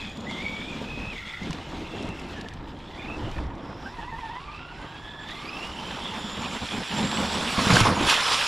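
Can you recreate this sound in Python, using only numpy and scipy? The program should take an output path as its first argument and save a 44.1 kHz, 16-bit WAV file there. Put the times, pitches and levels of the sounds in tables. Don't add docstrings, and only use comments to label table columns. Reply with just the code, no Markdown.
import sys
import numpy as np
from scipy import signal
from scipy.fft import rfft, irfft, next_fast_len
from scipy.io import wavfile
from scipy.ndimage import uniform_filter1d, map_coordinates

SR = 44100
rng = np.random.default_rng(int(sys.argv[2]) if len(sys.argv) > 2 else 0)


def magnitude_from_level(level_db):
    exponent = np.asarray(level_db, float) / 20
    return 10 ** exponent


def wrap_up_sound(samples):
    columns = np.atleast_2d(samples).T
    tamed = np.clip(columns, -1, 1)
    steps = np.round(tamed * 32767).astype(np.int16)
    wavfile.write(sys.argv[1], SR, steps)


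N = 373527


def unit(x):
    return x / np.sqrt(np.mean(x ** 2) + 1e-20)


def along(points, hz):
    f, v = np.transpose(points)
    return np.interp(np.log(hz + 1), np.log(f + 1), v)


def curves(rows):
    s, *cols = np.transpose(rows)
    return [np.interp(np.arange(N) / SR, s, c) for c in cols]


def spans(rows, edge_s):
    t = np.arange(N) / SR
    return sum(db * np.clip(np.minimum(t - s, s + length - t) / edge_s, 0, 1) for s, length, db in rows)


def joined(tables):
    edges = [(table[end][0] + step, table[end][1]) for table in tables for end, step in ((0, -.012), (-1, .012))]
    alone = [e for e in edges if not any(t[0][0] <= e[0] <= t[-1][0] for t in tables)]
    played = [tuple(row) for table in tables for row in table]
    silent = [(s, hz, -99) for s, hz in alone]
    return curves(sorted(played + silent))


def wobble(rate):
    knots = rng.standard_normal(int(N * 400 / SR) + 4)
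    return map_coordinates(knots, [np.arange(N) * min(rate, 400) / SR])


def coloured(x, spectrum):
    m = next_fast_len(N + 8192)
    gain = magnitude_from_level(along(spectrum, np.fft.rfftfreq(m, 1 / SR)))
    return irfft(rfft(x, m) * gain, m)[..., :N]


def rattle(spectrum, patchy_db, per_s, burst_s, share):
    z = signal.stft(rng.standard_normal(N), nperseg=512)[2]
    field = uniform_filter1d(rng.standard_normal(z.shape), size=5, axis=0)
    field = uniform_filter1d(field, size=8, axis=1)
    bed = signal.istft(z * magnitude_from_level(patchy_db * unit(field)), nperseg=512)[1][:N]
    size_db = 3.7 * np.clip(rng.standard_normal(N), -3, 1.4)
    hits = (rng.random(N) < per_s / SR) * magnitude_from_level(size_db)
    flares = signal.lfilter([1], [1, -np.exp(-1 / (burst_s * SR))], hits)
    return unit(coloured(bed * (1 + share * flares), spectrum))


def struck(events, cycles, noise, gain_db):
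    out, t = np.zeros(N + SR), np.arange(SR // 8) / SR
    for s, db, hz in events:
        kernel = np.diff(np.hanning(int(SR / hz) + 3))
        rough = np.convolve(rng.standard_normal(len(t)), kernel, "same") * np.sqrt(SR / hz / 4)
        ring = np.sin(2 * np.pi * hz * t) + noise * rough
        out[round(s * SR):][:len(t)] += magnitude_from_level(db + gain_db - 60 * t * hz / cycles) * ring
    return out[:N]


# start in seconds, end in seconds, pitch in Hz, level in dB.
FAR_HUM = [
    (3.9, 5.5, 154, -50),
    (0, .5, 90, -52),
]


def far_hum():
    t = np.arange(N) / SR
    out = np.zeros(N)
    for start, end, hz, db in FAR_HUM:
        fade = np.clip(np.minimum(t - start, end - t) / 0.13, 0, 1)
        tone = np.sin(2 * np.pi * hz * t + 0.55 * wobble(16))
        out += magnitude_from_level(db + 0.59 * wobble(15.0)) * fade * tone
    return out


# peak time in seconds, peak level in dB.
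GUSTS = [
    (0.0, -39),
    (1.01, -37),
    (1.82, -39.5),
    (2.14, -38),
    (2.6, -37),
    (3.39, -31.5),
    (4.17, -37),
    (7.1, -50),
    (7.83, -43),
]
# time in seconds, level in dB.
BREEZE = [(0, -58), (.9, -41), (1.25, -47), (2, -43.5), (7.9, -50.5), (8.2, -72)]
# frequency in Hz, density in dB per Hz.
BUFFET = [(8.8, -33), (15, 0), (53, 2.5), (123, -5), (170, -5), (220, -89), (370, -120)]


def wind():
    rise, fall = 37, 58
    t = np.arange(N) / SR
    gusts = [db - np.where(t < s, rise * (s - t), fall * (t - s)) for s, db in GUSTS]
    level_db = np.max([curves(BREEZE)[0], *gusts], axis=0)
    return magnitude_from_level(level_db) * rattle(BUFFET, patchy_db=1.3, per_s=9.1, burst_s=0.03, share=1.0)


# time in seconds, peak in dB.
SNAPS = [(0.0977, -39), (0.172, -37), (0.2079, -39), (0.3, -42), (0.3112, -36), (0.4264, -40), (0.549, -43),
         (1.507, -30), (1.53, -29.5), (1.747, -44), (1.915, -46), (2.0256, -35), (2.0895, -40),
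         (2.196, -37), (2.4115, -33.5), (2.486, -36), (2.537, -37.5), (2.789, -46), (2.81, -54),
         (3.3136, -37), (3.4027, -46), (3.5523, -47), (3.5814, -51), (5.288, -40), (6.4198, -32),
         (7.7411, -20), (7.7567, -14.5), (7.7854, -33), (7.804, -11), (7.8118, -23), (8.0994, -24),
         (8.1397, -24)]
STALK_HZ = [2400, 6200]


def snaps():
    out, t = np.zeros(N + SR), np.arange(SR // 20) / SR
    for s, db in SNAPS:
        crackle = 0.54 * rng.standard_normal(len(t)) + (t == 0)
        out[round(s * SR):][:len(t)] += magnitude_from_level(db + 9 - 60 * t / 0.024) * crackle
    band = signal.butter(2, STALK_HZ, "bandpass", fs=SR, output="sos")
    return signal.sosfilt(band, out[:N])


# time in seconds, peak in dB, pitch in Hz.
BLOWS = [(1.417, -19, 192), (1.498, -15, 162), (2.09, -20, 164), (3.238, -20.5, 112), (3.391, -18, 70),
         (3.44, -22, 72.87), (6.781, -13, 182), (7.581, -8, 210.4), (7.669, -8, 210), (7.705, -7.5, 190),
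         (7.727, -4.5, 120.4), (7.768, -16, 129), (7.81, -3, 106), (7.87, -12, 124.5), (7.888, -18, 95),
         (8.009, -10, 291), (8.03, -21, 62.2)]
# time in seconds, peak in dB, pitch in Hz.
SLAPS = [(0.311, -28, 2060), (0.3115, -23, 950), (0.312, -25, 3600), (1.507, -21.5, 1040),
         (1.529, -24, 2370), (2.486, -22.5, 3280), (3.099, -25, 1200), (3.383, -23.5, 1800),
         (3.386, -26, 2570), (3.39, -32, 3200), (3.388, -23, 970), (7.59, -8.5, 1060), (7.705, -4.5, 1450),
         (7.768, -1, 1530), (7.804, -6, 1070), (7.855, -5, 870), (7.888, -11, 1020), (8.097, -20, 2513),
         (8.11, -12, 1700), (8.119, -12, 1330), (8.127, -12, 1440), (8.128, -13, 3700), (8.134, -21, 1050),
         (8.152, -15, 1050), (8.172, -17, 1000), (8.177, -9.5, 1696), (8.176, -16, 3400)]
# time in seconds, peak in dB, pitch in Hz.
PINGS = [(0.3087, -40, 7000), (1.4336, -36, 6500), (1.785, -46, 5480), (1.9699, -43.5, 6940),
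         (2.0108, -44, 7220), (2.287, -44, 7500), (3.1692, -41, 5800), (3.458, -48, 5500),
         (3.468, -44, 5300), (7.707, -21, 10000), (7.742, -26, 9100), (7.756, -20, 9700),
         (7.764, -23, 7100), (7.771, -23, 7000), (7.776, -25, 6760), (7.78, -23, 6900), (7.786, -21, 9760),
         (7.8035, -26, 9000), (7.8125, -23, 9700), (7.854, -27, 9500), (7.862, -27, 9800),
         (7.888, -30, 10400)]


def impacts():
    blows = struck(BLOWS, cycles=17.0, noise=0.47, gain_db=-7.0)
    slaps = struck(SLAPS, cycles=33, noise=0.6, gain_db=-6.5)
    return blows + slaps + struck(PINGS, cycles=55, noise=0.4, gain_db=-3)


# start in seconds, length in seconds, drumming lost in dB.
HOPS = [(0.026, 0.14, 4), (1.13, 0.28, 12), (2.447, 0.17, 6), (2.744, 0.2, 2.5), (3.292, 0.088, 7),
        (6.574, 0.046, 26), (6.634, 0.087, 20), (6.825, 0.097, 16), (7.472, 0.15, 5), (7.823, 0.049, 30),
        (7.925, 0.086, 1), (8.073, 0.6, 21.5)]
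LIFT_S = 0.033
# start in seconds, length in seconds, lift in dB.
BLIPS = [
    (-.03, 0.088, 6.5),
    (.27, 0.081, 5),
    (2.66, 0.066, 19),
    (4.51, 0.1, 6),
    (5.28, 0.058, 10),
    (8.04, 0.12, 10.5),
]
STAB_S = 0.077
# time in seconds, share 0-1.
PACE = [(0, 1), (1.1, 0.79), (1.5, 0.09), (5.5, 0.16), (6.2, 0.8), (7.45, 1), (7.65, 0.58)]
# time in seconds, share 0-1.
NEAR = [(0, 0.23), (7.4, 0.5), (7.599, 1)]
# time in seconds, level in dB.
TYRES = [(0, -45.5), (0.19, -43), (1.4, -44.5), (2.38, -43.5), (2.9, -47), (3.26, -38.5), (3.5, -43.5),
         (4.46, -46.5), (5.21, -44.5), (5.7, -40.5), (6.55, -37), (7.12, -34), (7.55, -31), (7.71, -23),
         (7.88, -24.5), (7.95, -29), (8.16, -27.5), (8.47, -30)]
# time in seconds, lift in dB.
RUTTED = [(0, 7), (3.5, 5.5), (4.4, -2.5), (5.3, -1.5), (6.5, 1.5), (7.2, 3), (7.7, -1), (8, 1.5)]
# frequency in Hz, density in dB per Hz.
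DRUM = [(41, -52), (70, -2.5), (123, -7.5), (215, 4), (356, -10.5), (501, -7.5), (600, -10.5), (780, -17.5),
        (1320, -120)]
TRUNDLE = [(41, -17), (70, -3), (123, -4.5), (311, -1), (438, -8.5), (600, -10.5), (780, -10.5),
           (1320, -120)]
CHURN = [(190, -5), (330, -0.5), (590, -9), (636, -4), (920, 7.5), (1100, -4), (1230, -1.5), (1550, -7),
         (2000, -5.5), (2600, -20), (4400, -120)]
CLATTER = [(190, -26), (330, -18), (467, -2.5), (511, -6.5), (1080, 5), (1660, -3.5), (2000, -9),
           (2600, -18), (4400, -120)]


def tyres(jolt):
    pace, near = curves(PACE)[0], curves(NEAR)[0]
    lifted = spans(HOPS, LIFT_S)
    landings = [(s + length, 0.14, 0.5) for s, length, _ in HOPS]
    tyre_db = curves(TYRES)[0] + spans(landings, 0.07)
    drum_db = tyre_db + curves(RUTTED)[0] - lifted
    churn_db = tyre_db - 0.95 * (1 - near) * lifted + 0.12 * near * spans(BLIPS, STAB_S)
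    fast, slow = (rattle(s, patchy_db=0.56, per_s=30, burst_s=0.013, share=0.74) for s in (DRUM, TRUNDLE))
    dirt, ramp = (rattle(s, patchy_db=2.0, per_s=100, burst_s=0.0032, share=0.47) for s in (CHURN, CLATTER))
    drum = magnitude_from_level(drum_db + 0.84 * jolt) * (np.sqrt(pace) * fast + np.sqrt(1 - pace) * slow)
    churn = magnitude_from_level(churn_db + 0.58 * jolt) * (np.sqrt(1 - near) * dirt + np.sqrt(near) * ramp)
    return drum + churn


# time in seconds, level in dB.
GEARBOX = [(0, -43), (.23, -46.5), (.35, -41), (1.44, -43), (2.38, -44), (2.62, -54), (3.02, -46),
           (3.37, -45), (3.53, -53.5), (3.8, -49.5), (3.89, -46), (5.2, -48), (5.35, -41.5), (6.4, -37.5),
           (7.57, -28.5), (7.76, -21.5), (7.97, -32.5), (8.12, -25)]
USUAL_DB = -44


def load_db():
    return curves(GEARBOX)[0] + spans(BLIPS, STAB_S)


# start in seconds, length in seconds, treble lost in dB.
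FARTHEST = [
    (4.25, 0.66, 11),
]
# time in seconds, share 0-1.
FACING = [(0, 0.1), (4.7, 0.7), (5.7, 0.95)]
# frequency in Hz, density in dB per Hz.
GRIT_AWAY = [(2350, -11), (4000, 0), (4530, -7), (6190, -7), (7040, -7), (7600, -13), (8230, -11),
             (10600, -34), (11600, -21), (15100, -56), (22000, -120)]
GRIT_BACK = [(2350, -10.5), (4000, -2.5), (5470, -1), (6320, -9), (7270, -6), (8230, -13), (9680, -12.5),
             (14500, -31)]


def grit(jolt):
    facing = curves(FACING)[0]
    grows_db = 0.3 * (curves(GEARBOX)[0] - USUAL_DB)
    level_db = load_db() - 10 + grows_db - spans(FARTHEST, 0.63)
    far, close = (rattle(s, patchy_db=2.0, per_s=45, burst_s=0.0019, share=0.79) for s in (GRIT_AWAY, GRIT_BACK))
    return magnitude_from_level(level_db - 1.2 + 0.68 * jolt) * (np.sqrt(1 - facing) * far + np.sqrt(facing) * close)


# frequency in Hz, density in dB per Hz.
RASP = [(820, -11), (1400, -2.5), (1650, -1), (2070, -2), (2490, 1.5), (2780, 1), (3470, 1), (4800, -10.5),
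        (6240, -23), (10600, -120)]
HOUSING = [(2700, -43), (3150, 1), (3400, 11), (3650, 6.5), (3900, -13), (4600, -51)]
# start in seconds, length in seconds, lift in dB.
PULLS = [(.26, 0.48, 7), (-0.2, .22, 4), (1.2, 0.36, 12), (-.05, 0.31, 3.5), (3.5, .17, 4), (4.6, .45, -2),
         (6, 0.13, 15), (4, 0.4, 6), (5, 0.454, 16.5), (6.1, 0.3, 8.5), (8.5, 0.12, 6)]


def gearbox(jolt):
    rasp_db = load_db()
    ring_db = rasp_db - 10 + 12 * curves(PACE)[0] - 6 * curves(NEAR)[0] + spans(PULLS, 0.053)
    rasp = rattle(RASP, patchy_db=2.0, per_s=54, burst_s=0.0031, share=0.8)
    ring = rattle(HOUSING, patchy_db=-0.7, per_s=40, burst_s=0.0015, share=0.23)
    return magnitude_from_level(rasp_db - 2.0 + 0.43 * jolt) * rasp + magnitude_from_level(ring_db - 8.5 + 0.77 * jolt) * ring


def rolling_truck():
    jolt = 1.32 * wobble(18) + 1.0 * wobble(40)
    return tyres(jolt) + gearbox(jolt) + grit(jolt)


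# frequency in Hz, density in dB per Hz.
CASING = [(4300, -52), (4800, -7), (5300, -3), (5750, -9), (6300, -42)]
CAP = [(8000, -50), (8900, -3), (9600, 0), (10200, -12), (11200, -50)]
SHAFT = [(6500, -45), (7000, -6), (7400, 1), (7800, -6), (8300, -45)]
# start in seconds, length in seconds, lift in dB.
BRAKING = [
    (.31, .16, 5),
    (2.95, 0.55, 1),
    (3.58, 0.4, 12.5),
    (4.45, 0.84, 0),
    (5.45, 2, 4.5),
    (8.17, .5, 10),
]
# start in seconds, length in seconds, lift in dB.
SHAFT_ON = [
    (4.6, 1.0, 12),
    (5.5, 1.15, 10),
    (6.1, 1.5, 15),
]


def motor_can():
    can_db = load_db() - 22 + spans(BRAKING, 0.077) + 1.1 * wobble(20)
    cap_db = load_db() - 23 + 2.5 * wobble(40)
    shaft_db = load_db() - 32.5 + spans(SHAFT_ON, 0.47)
    close = curves(NEAR)[0] ** 3
    can = magnitude_from_level(can_db) * rattle(CASING, patchy_db=2.5, per_s=20, burst_s=.003, share=.3)
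    cap = close * magnitude_from_level(cap_db) * rattle(CAP, patchy_db=-2.0, per_s=60, burst_s=0.0029, share=0.86)
    return can + cap + magnitude_from_level(shaft_db) * rattle(SHAFT, patchy_db=5.5, per_s=30, burst_s=.003, share=.2)


def whine(tables, warble_hz, rough, overtone):
    teeth = 50
    hz, first_db = joined(tables)
    turn = 2 * np.pi * np.cumsum(hz * (1 + 0.1053 * wobble(12))) / SR / teeth
    drift = .004 * wobble(25) + .33 * rough * wobble(200)
    phase = 2 * np.pi * np.cumsum(hz * (1 + drift) + warble_hz * np.sin(turn)) / SR
    load = magnitude_from_level(2.6 * np.sin(turn + 1.34) + 1.9 * wobble(35))
    chatter = np.clip(14 * rough, 0, 1)
    wide = np.clip(50 * (rough - .042), 0, 1)
    spread = unit(uniform_filter1d(rng.standard_normal(N), size=SR // 480))
    strikes = np.sqrt(1 - wide) * unit(wobble(400)) + np.sqrt(wide) * spread
    load = load * (np.sqrt(1 - chatter) + np.sqrt(chatter) * strikes)
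    out = np.zeros(N)
    for k, db in enumerate((first_db, first_db + along(overtone, hz))):
        out += magnitude_from_level(db) * unit(load * magnitude_from_level(1.46 * wobble(60))) * np.sin((k + 1) * phase)
    return np.sqrt(2) * out


# time in seconds, tooth rate in Hz, level in dB.
AXLE = [
    [(0, 6970, -63), (.22, 6980, -63), (.3, 7050, -59), (.4, 6900, -64.5), (.55, 7000, -64),
     (.7, 7340, -69), (.76, 7300, -66.5)],
    [(1.17, 1380, -54), (1.3, 1340, -49), (1.4, 1400, -48)],
    [(1.52, 2700, -55), (1.61, 3000, -49), (1.7, 3000, -58)],
    [(1.78, 2799, -64), (1.852, 2706, -46.5), (2.15, 2686, -46), (2.38, 2630, -58)],
    [(2.76, 3205, -60), (3.044, 3566, -49.5), (3.08, 3420, -63)],
    [(3.95, 2620, -56), (4.15, 2640, -56), (4.4, 2640, -58)],
    [(4.52, 2544, -46.5), (4.59, 2680, -46.5), (4.75, 2674, -55), (5.1, 2620, -61)],
    [(5.3, 1227, -47), (5.5, 1156, -47), (5.72, 1170, -48)],
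    [(5.74, 2680, -50), (5.78, 2686, -47), (5.97, 2640, -50), (6.2, 2700, -55)],
    [(8.06, 1500, -36), (8.105, 1720, -29), (8.122, 1500, -26), (8.135, 1180, -26), (8.15, 1250, -38)],
    [(8.165, 1150, -44), (8.19, 1150, -40), (8.24, 1220, -38), (8.32, 1130, -39), (8.43, 1260, -42),
     (8.46, 1206, -38)],
]


def axle_gears():
    return whine(AXLE, warble_hz=35.17, rough=0.0267, overtone=[(1000, -60)])


# time in seconds, pitch scatter share.
SLACK = [(0, .014), (.3, .006), (1.1, .008), (1.5, .02), (2.85, .022), (2.95, .015), (3.17, .018),
         (3.2, .045), (3.8, .02), (4, .011), (5.68, .013), (5.75, .04), (5.83, .022), (6.1, .03),
         (6.16, .052), (6.9, .05), (6.96, .036), (7.2, .04), (7.6, .05), (7.8, .014), (8.0, .026),
         (8.06, .022), (8.08, .008)]
# time in seconds, tooth rate in Hz, level in dB.
LEAVING = [
    [(0.0, 2570, -40.5), (0.12, 2450, -44.5)],
    [(0.25, 1930, -58), (0.27, 1960, -44), (0.315, 2150, -36), (0.335, 2060, -38.5), (0.41, 2140, -39),
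     (0.432, 2350, -39), (0.455, 2250, -34), (0.63, 2290, -38.5), (0.66, 2370, -47)],
    [(0.665, 2380, -49), (0.705, 2520, -41), (0.74, 2350, -45), (0.84, 2510, -53), (0.87, 2524, -43),
     (1.115, 2570, -41), (1.13, 2330, -35)],
    [(1.135, 2320, -39), (1.15, 2330, -46), (1.168, 2100, -42), (1.21, 2040, -39), (1.3, 2100, -37.5),
     (1.35, 2080, -41.5), (1.4, 1980, -43), (1.46, 2180, -43), (1.5, 2250, -58)],
    [(1.505, 2126, -55), (1.73, 2170, -53), (2.09, 2130, -52), (2.294, 2060, -57), (2.374, 1724, -46.5),
     (2.68, 1752, -60.5)],
    [(2.9, 2080, -60), (2.95, 1960, -47), (2.978, 2150, -45), (3.0, 2490, -44), (3.022, 2140, -43),
     (3.042, 2490, -44), (3.064, 2230, -44)],
    [(3.066, 2280, -45), (3.086, 2630, -43), (3.106, 2530, -42), (3.13, 2700, -41), (3.16, 2620, -43),
     (3.175, 2700, -56)],
    [(3.19, 3100, -50), (3.23, 3000, -52), (3.27, 2880, -47), (3.3, 2950, -56), (3.33, 3100, -51),
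     (3.36, 3050, -58)],
]
# time in seconds, tooth rate in Hz, level in dB.
RETURN = [
    [(3.83, 570, -52), (3.848, 600, -50), (3.858, 770, -46), (3.9, 880, -48), (3.935, 1020, -47),
     (3.985, 940, -43)],
    [(3.99, 930, -38), (4.025, 860, -38), (4.08, 1000, -42), (4.1, 990, -41), (4.15, 870, -37),
     (4.185, 990, -38), (4.27, 865, -37.5), (4.31, 930, -38), (4.37, 960, -36)],
    [(4.375, 1004, -35), (4.41, 1104, -46), (4.46, 1185, -42.5), (4.575, 1200, -44.5), (4.59, 1400, -50),
     (4.64, 1390, -46), (4.76, 1492, -49), (5.034, 1708, -49), (5.254, 1718, -44), (5.3, 1814, -45)],
    [(5.305, 1870, -44), (5.334, 2025, -48), (5.44, 2200, -49), (5.5, 2520, -42), (5.6, 2720, -38),
     (5.7, 2940, -41), (5.86, 3080, -43), (5.94, 3126, -44), (6.13, 3090, -50)],
]
# time in seconds, tooth rate in Hz, level in dB.
CHARGE = [
    [(6.15, 3570, -61), (6.308, 3555, -54), (6.916, 3780, -71), (6.978, 3710, -48.5), (7.508, 3980, -52.5),
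     (7.56, 3870, -59)],
    [(7.83, 3005, -50), (7.845, 3170, -38), (7.856, 3140, -40)],
    [(7.95, 3500, -52), (8.0, 3250, -43), (8.02, 3280, -50), (8.03, 3620, -43), (8.045, 3480, -46),
     (8.056, 3720, -43)],
    [(8.07, 2690, -36), (8.086, 2540, -27), (8.093, 2520, -33), (8.099, 2520, -22), (8.115, 2540, -24),
     (8.127, 2480, -36), (8.14, 2460, -25), (8.155, 2500, -50)],
]
# tooth rate in Hz, level in dB.
OVERTONE = [(600, 1), (800, 8.5), (900, -8), (1250, -9.5), (1750, -2.5), (2100, -9), (2500, -6),
            (2750, -22), (3000, -35), (3500, 6)]
# tooth rate in Hz, level in dB.
HEAD_ON = [(2600, -18), (3000, 0), (3500, 5.5)]


def main_gears():
    slack = curves(SLACK)[0]
    loose = slack + .0027 * spans(HOPS[:5], LIFT_S)
    hidden = np.add(OVERTONE, [0, -17])
    leaving = whine(LEAVING, warble_hz=43.0, rough=loose, overtone=hidden)
    back = whine(RETURN, warble_hz=30.7, rough=slack, overtone=OVERTONE)
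    return leaving + back + whine(CHARGE, warble_hz=30.0, rough=slack, overtone=HEAD_ON)


# frequency in Hz, density in dB per Hz.
THIN_HISS = [(11600, -70), (11800, 7), (12400, -3), (13200, 1), (14000, -16), (14400, -50)]
TOP = [(13300, -40), (13800, -1.5), (14800, -5), (15600, -10), (15800, -70)]


def treble_hiss():
    louder_db = uniform_filter1d(load_db(), size=4410) - USUAL_DB - spans(FARTHEST, 0.32)
    hiss_db = -77.5 + 1.03 * louder_db
    top_db = np.minimum(-12 + 1.5 * louder_db, -11)
    low, top = (unit(coloured(rng.standard_normal((2, N)), s)) for s in (THIN_HISS, TOP))
    balance_db = np.array([[.9], [-.9]])
    return magnitude_from_level(hiss_db + 1.5 + 2.5 * wobble(23) + balance_db) * (low + magnitude_from_level(top_db - 3.0) * top)


# frequency in Hz, level in dB.
SHARED = [(11600, 0), (11800, -6), (13500, -9), (14500, -30)]
# time in seconds, share 0-1.
WIDTH = [(0, 0), (2.3, 0.13), (2.9, 0.45), (3.1, 0.55), (4.1, 0.85), (8.47, 1)]
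# frequency in Hz, side under mid in dB.
LEAN = [(25, -20), (60, -27), (400, -20.5), (1300, -21.5), (2400, -11.5), (3600, -21), (4800, -24),
        (5500, -26), (7200, -21), (8300, -23)]
# frequency in Hz, level in dB.
APART = [(30, -10), (150, -18), (1000, -21), (2500, -12), (4500, -26), (7000, -45)]


def scene():
    sources = far_hum() + wind() + snaps() + impacts() + rolling_truck() + motor_can() + axle_gears() + main_gears()
    mid = coloured(sources, SHARED)
    _, _, z = signal.stft(mid, SR, nperseg=1024)
    scattered = signal.istft(z * np.exp(2j * np.pi * rng.random(z.shape)), SR, nperseg=1024)[1][:N]
    side = curves(WIDTH)[0] * (coloured(scattered, APART) - coloured(mid, LEAN))
    return np.array([mid + side, mid - side]) + treble_hiss()


def top_cut(x):
    return signal.sosfilt(signal.butter(12, 15670, fs=SR, output="sos"), x)


def record(dry):
    top_level = .54
    rounded = dry / (1.5 + np.abs(dry / top_level) ** 4) ** (1 / 4)
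    return top_cut(rounded)


dry = scene()
out = record(dry)
wrap_up_sound(out)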